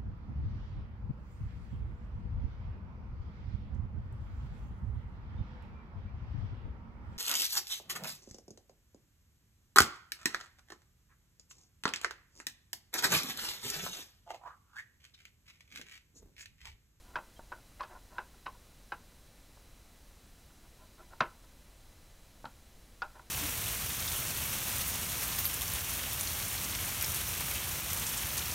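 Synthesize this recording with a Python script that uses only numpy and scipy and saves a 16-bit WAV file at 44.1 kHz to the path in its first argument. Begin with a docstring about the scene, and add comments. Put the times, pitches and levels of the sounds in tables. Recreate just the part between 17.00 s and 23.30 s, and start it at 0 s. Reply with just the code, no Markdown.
"""Sharp plastic snaps and faint rubbing: two hands press a stiff sheet into a thin metal chassis
on a cloth-covered table in a small, crowded room. The sheet's edge rubs along the rim, sticks,
snaps past it and lands a few milliseconds later; once it seats hard and thumps the table.
Fingertips knock, the edge ticks and the plastic squeaks once.
Behind it are a low room rumble, microphone hiss and a faint electronic whine."""
import sys
import numpy as np
from scipy import signal
from scipy.fft import rfft, irfft
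from scipy.io import wavfile

SR = 44100
rng = np.random.default_rng(int(sys.argv[2]) if len(sys.argv) > 2 else 0)


def store_pcm(level_fs):
    """Save levels as 16-bit WAV."""
    pcm = np.round(np.clip(level_fs, -1, 1) * 32767).astype(np.int16)
    wavfile.write(sys.argv[1], SR, np.atleast_2d(pcm).T)


N = 277830
T = np.arange(SR // 2) / SR  # time within one event [s]


def from_db(db):
    """Decibels to gain."""
    return 10 ** (np.asarray(db) / 20)


def rms_one(x):
    """Scale to rms 1."""
    return x / np.sqrt(np.mean(x ** 2) + 1e-20)


def at_hz(points, hz, column=1):
    """Interpolate a table column over log frequency."""
    points = np.array(points)
    return np.interp(np.log(hz + 1e-9), np.log(points[:, 0]), points[:, column])


def filtered(x, hz, kind, order=2):
    """Butterworth filter."""
    return signal.sosfilt(signal.butter(order, hz, kind, fs=SR, output="sos"), x)


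def fade(t60_s):
    """Decay of 60 dB per t60_s."""
    return np.exp(-np.log(1000) * T / t60_s)


def rise(tau_s):
    """Exponential attack from 0 to 1."""
    return 1 - np.exp(-T / tau_s)


def ring(modes):
    """Impulse response of a set of modes; neighbours alternate in sign."""
    return sum((-1) ** k * from_db(db) * np.sin(2 * np.pi * hz * T) * fade(t60_s)
               for k, (hz, db, t60_s) in enumerate(modes))


def add(track, time_s, sound):
    """Mix a sound into the track."""
    start = max(round(time_s * SR), 0)
    track[start:start + len(sound)] += sound[:max(N - start, 0)]


# sheet and chassis together, hand-damped: (frequency [Hz], level [dB], t60 [s])
BODY_MODES = [(348, -20, 0.078), (516, -17, 0.024), (628, -16.5, 0.06), (803, -15, 0.053),
              (911, -17.5, 0.13), (990, -9, 0.05), (1125, -17.5, 0.046), (1336, -6, 0.017),
              (1464, -5, 0.02), (1750, -6.5, 0.014), (1930, -2.5, 0.0039), (2565, -14, 0.031),
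              (2825, -9, 0.005), (3160, -24.5, 0.039), (3866, -17.5, 0.034), (5100, -17, 0.018)]
# table top: (frequency [Hz], level [dB], t60 [s])
TABLE_MODES = [(121.6, -2, 0.052), (156, -2.5, 0.062), (218, -6, 0.066), (264, -11.5, 0.11)]
# edge passing the rim: (time [s], release [dB], flight [s], landing [dB], span at release [Hz],
#   span at landing [Hz], span ring [dB], contact cutoff [Hz], crack [dB], table thump [dB])
EDGE_SNAPS = [ (0.1565, -26.5, 0.0079, -28.5, 1540, 1020, 4.5, 3140, -13.5, -23.5),
              (0.519, -34, 0.0055, -35, 960, 1476, 3.5, 2060, -20, -30),
              (0.807, -34, 0.006, -44, 1080, 1110, 10, 2970, -9, -35),
              (0.8300, -46, 0.0055, -36, 1010, 1620, 1, 3200, -2, -24),
              (1.1830, -29.5, 0.0055, -34, 1524, 992, 5, 2800, -17.5, -27),
              (1.466, -33, 0.0028, -48, 1033, 1334, 7.5, 2910, -12.5, -22),
              (1.9205, -28, 0.0024, -30.5, 1540, 1010, 0, 2900, -20.5, -19.5),
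              (4.205, -24, 0.0015, -13, 2100, 1340, 0, 2950, -6.5, -18),
              (5.4533, -33.5, 0.0028, -39.5, 935, 1370, 2.5, 3200, -13, -11),
              (6.0196, -28.5, 0.0042, -30, 1342, 1393, 5.5, 4530, -12, -32), ]


def snaps(span_t60_s=0.019, crack_band_hz=(2400, 5000), landing_crack_db=-12.5):
    """Release and landing each kick the chassis, ring the sheet's free span, crack and nudge the table."""
    out, body, table = np.zeros(N), ring(BODY_MODES), ring(TABLE_MODES)
    tails = iter(room_tails(2 * len(EDGE_SNAPS)))
    for (time_s, release_db, flight_s, landing_db, release_hz, landing_hz,
         span_db, contact_hz, crack_db, thump_db) in EDGE_SNAPS:
        pinned = body * fade(0.015 / from_db(thump_db))  # pressed harder: more thump, less ring
        knock = filtered(pinned, contact_hz, "low")
        thump = from_db(thump_db) * table
        release = (time_s, release_db, release_hz, crack_db)
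        landing = (time_s + flight_s, landing_db, landing_hz, crack_db + landing_crack_db)
        for start_s, db, span_hz, grit_db in (release, landing):
            span = ring([(span_hz, span_db, span_t60_s)]) * rise(tau_s=0.00045)
            grit = rms_one(filtered(rng.standard_normal(len(T)), crack_band_hz, "band", order=3))
            crack = from_db(grit_db) * grit * rise(tau_s=0.00078) * fade(t60_s=0.024)
            snap = knock + span + crack + thump
            add(out, start_s, from_db(db) * in_room(snap, next(tails), send_db=-1))
    return out


# fingertips on the held sheet: (time [s], level [dB], pitch [Hz])
FINGER_TAPS = [(0.393, -33, 750), (2.5730, -45.5, 940), (5.4430, -28, 870)]


def taps(t60_s=0.0063, contact_hz=1700, body_db=-8.5):
    """The finger stays on the sheet and damps it at once: a dry, dull knock."""
    out, body = np.zeros(N), from_db(body_db) * ring(BODY_MODES)
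    for (time_s, db, hz), tail in zip(FINGER_TAPS, room_tails(len(FINGER_TAPS))):
        sheet = ring([(hz, 0, t60_s)])
        knock = filtered(sheet + body, contact_hz, "low", order=4)
        add(out, time_s, from_db(db) * in_room(knock, tail, send_db=-8.5))
    return out


# edge sliding on the rim: (centre time [s], half-length [s], level [dB])
EDGE_RUBS = [ (0.060, 0.092, -66), (0.142, 0.016, -56), (0.585, 0.02, -66), (0.8, 0.0084, -44),
             (0.914, 0.043, -54.5), (0.952, 0.04, -54), (1.133, 0.045, -58), (1.174, 0.036, -55),
             (1.462, 0.0074, -41), (1.547, 0.012, -59), (3.650, 0.019, -65), (3.813, 0.047, -63),
             (4, 0.037, -56.5), (4.122, 0.028, -58.5), (6.161, 0.02, -55), ]


def rubs(slips_per_s=2000, spread_db=3.0, gentle_cutoff_hz=1170, cutoff_doubles_db=-45):
    """Dense tiny slips drive the body modes, damped by the sliding edge; harder strokes are brighter."""
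    out, body = np.zeros(N), ring(BODY_MODES) * fade(t60_s=0.071)
    for (centre_s, half_s, db), tail in zip(EDGE_RUBS, room_tails(len(EDGE_RUBS))):
        slips = (rng.random(len(T)) < slips_per_s / SR) * rng.choice([-1, 1], len(T))
        slips = slips * from_db(spread_db * rng.standard_normal(len(T)))
        stroke = np.sin(np.pi * np.clip(T / (2 * half_s), 0, 1)) ** 2
        cutoff_hz = gentle_cutoff_hz * (1 + from_db(db - cutoff_doubles_db) ** 2)
        ringing = signal.fftconvolve(slips * stroke, body)[:len(T)]
        scrape = filtered(ringing, cutoff_hz, "low")
        rub = rms_one(in_room(scrape, tail, send_db=0.5))
        rub *= np.sqrt(half_s / T[-1])  # energy of rms 1 over half_s
        add(out, centre_s - half_s, from_db(db) * rub)
    return out


# edge giving way by a hair: (time [s], level [dB])
EDGE_TICKS = [(0.1865, -31.5), (1.344, -54), (2.119, -56), (3.107, -57), (3.505, -53), (4.1333, -40),
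              (4.442, -52.5), (6.1534, -46), (6.195, -39)]


def ticks(contact_hz=1450, span_hz=1400, span_db=-7.0, span_t60_s=0.012):
    """Soft contacts: a dull knock on the chassis and a short ring of the sheet."""
    out = np.zeros(N)
    knock = filtered(ring(BODY_MODES), contact_hz, "low")
    span = ring([(span_hz, span_db, span_t60_s)])
    for (time_s, db), tail in zip(EDGE_TICKS, room_tails(len(EDGE_TICKS))):
        add(out, time_s, from_db(db) * in_room(knock + span, tail, send_db=-10))
    return out


def squeak(time_s=0.354, length_s=0.034, centre_hz=3180, level_db=-62.5, waver_hz=40):
    """Brief periodic stick-slip of the plastic: one thin chirp."""
    out = np.zeros(N)
    waver = rms_one(filtered(rng.standard_normal(len(T)), 150, "low"))
    pitch_hz = centre_hz + waver_hz * waver
    tone = np.sin(2 * np.pi * np.cumsum(pitch_hz) / SR)
    swell = np.sin(np.pi * np.clip(T / length_s, 0, 1))
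    add(out, time_s, from_db(level_db) * swell * tone)
    return out


# diffuse room response: (frequency [Hz], level [dB], early t60 [s])
ROOM_BANDS = [(99.4, -5.5, 0.09), (300, -4, 0.16), (700, 3.5, 0.11), (1380, 0.5, 0.076),
              (2586, -0.5, 0.099), (4600, -12, 0.091), (9000, 2, 0.052)]


def room_tails(count, diffuse_db=-27.5, late_db=-16.0, late_t60_s=0.29, gap_s=0.0022):
    """One scattered response per contact: shelves answer quickly, walls linger faintly."""
    edges_hz = np.geomspace(70, 14000, 12)
    white = rng.standard_normal((count, 2, len(T)))
    tails = 0
    for k, (low_hz, high_hz) in enumerate(zip(edges_hz, edges_hz[1:])):
        hz = np.sqrt(low_hz * high_hz)
        band = from_db(at_hz(ROOM_BANDS, hz)) * filtered(white[:, k % 2], [low_hz, high_hz], "band")
        early = fade(at_hz(ROOM_BANDS, hz, column=2))
        late = from_db(late_db) * fade(late_t60_s)
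        tails = tails + band * (early + late)
    onset = 1 - np.exp(-(T / gap_s) ** 4)
    return from_db(diffuse_db) * tails * onset


def in_room(sound, tail, send_db):
    """Direct sound plus room response."""
    return sound + from_db(send_db) * signal.fftconvolve(sound, tail)[:len(T)]


# rumble and hiss spectrum: (frequency [Hz], relative density [dB])
FLOOR_SPECTRUM = [(10, -6.5), (22, -3), (33, 0), (60, -5), (100, -11.5), (150, -15), (250, -17), (400, -23),
                  (550, -21.5), (1000, -26.5), (2000, -29), (7000, -31.5), (12000, -34), (15500, -37)]


def noise_floor(rms_db=-57):
    """Steady room rumble and microphone hiss."""
    hz = np.arange(N // 2 + 1) * SR / N
    spectrum = rfft(rng.standard_normal(N)) * from_db(at_hz(FLOOR_SPECTRUM, hz))
    return from_db(rms_db) * rms_one(irfft(spectrum, N))


# electronic tones: (frequency [Hz], rms level [dB])
WHINE_PARTIALS = [(2003, -84.5), (4000, -78.5), (6002, -85.5), (8000, -92), (10002, -93)]


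def whine():
    """Steady electronic whine near multiples of 2 kHz."""
    t = np.arange(N) / SR
    return sum(np.sqrt(2) * from_db(db) * np.sin(2 * np.pi * hz * t) for hz, db in WHINE_PARTIALS)


def scene():
    """One microphone feeds both channels."""
    mono = snaps() + taps() + rubs() + ticks() + squeak() + noise_floor() + whine()
    return np.tile(mono, (2, 1))


def record(dry, cutoff_hz=15750):
    """Steep elliptic low-pass."""
    return signal.sosfilt(signal.ellip(12, .1, 70, cutoff_hz, fs=SR, output="sos"), dry)


dry = scene()
out = record(dry)
store_pcm(out)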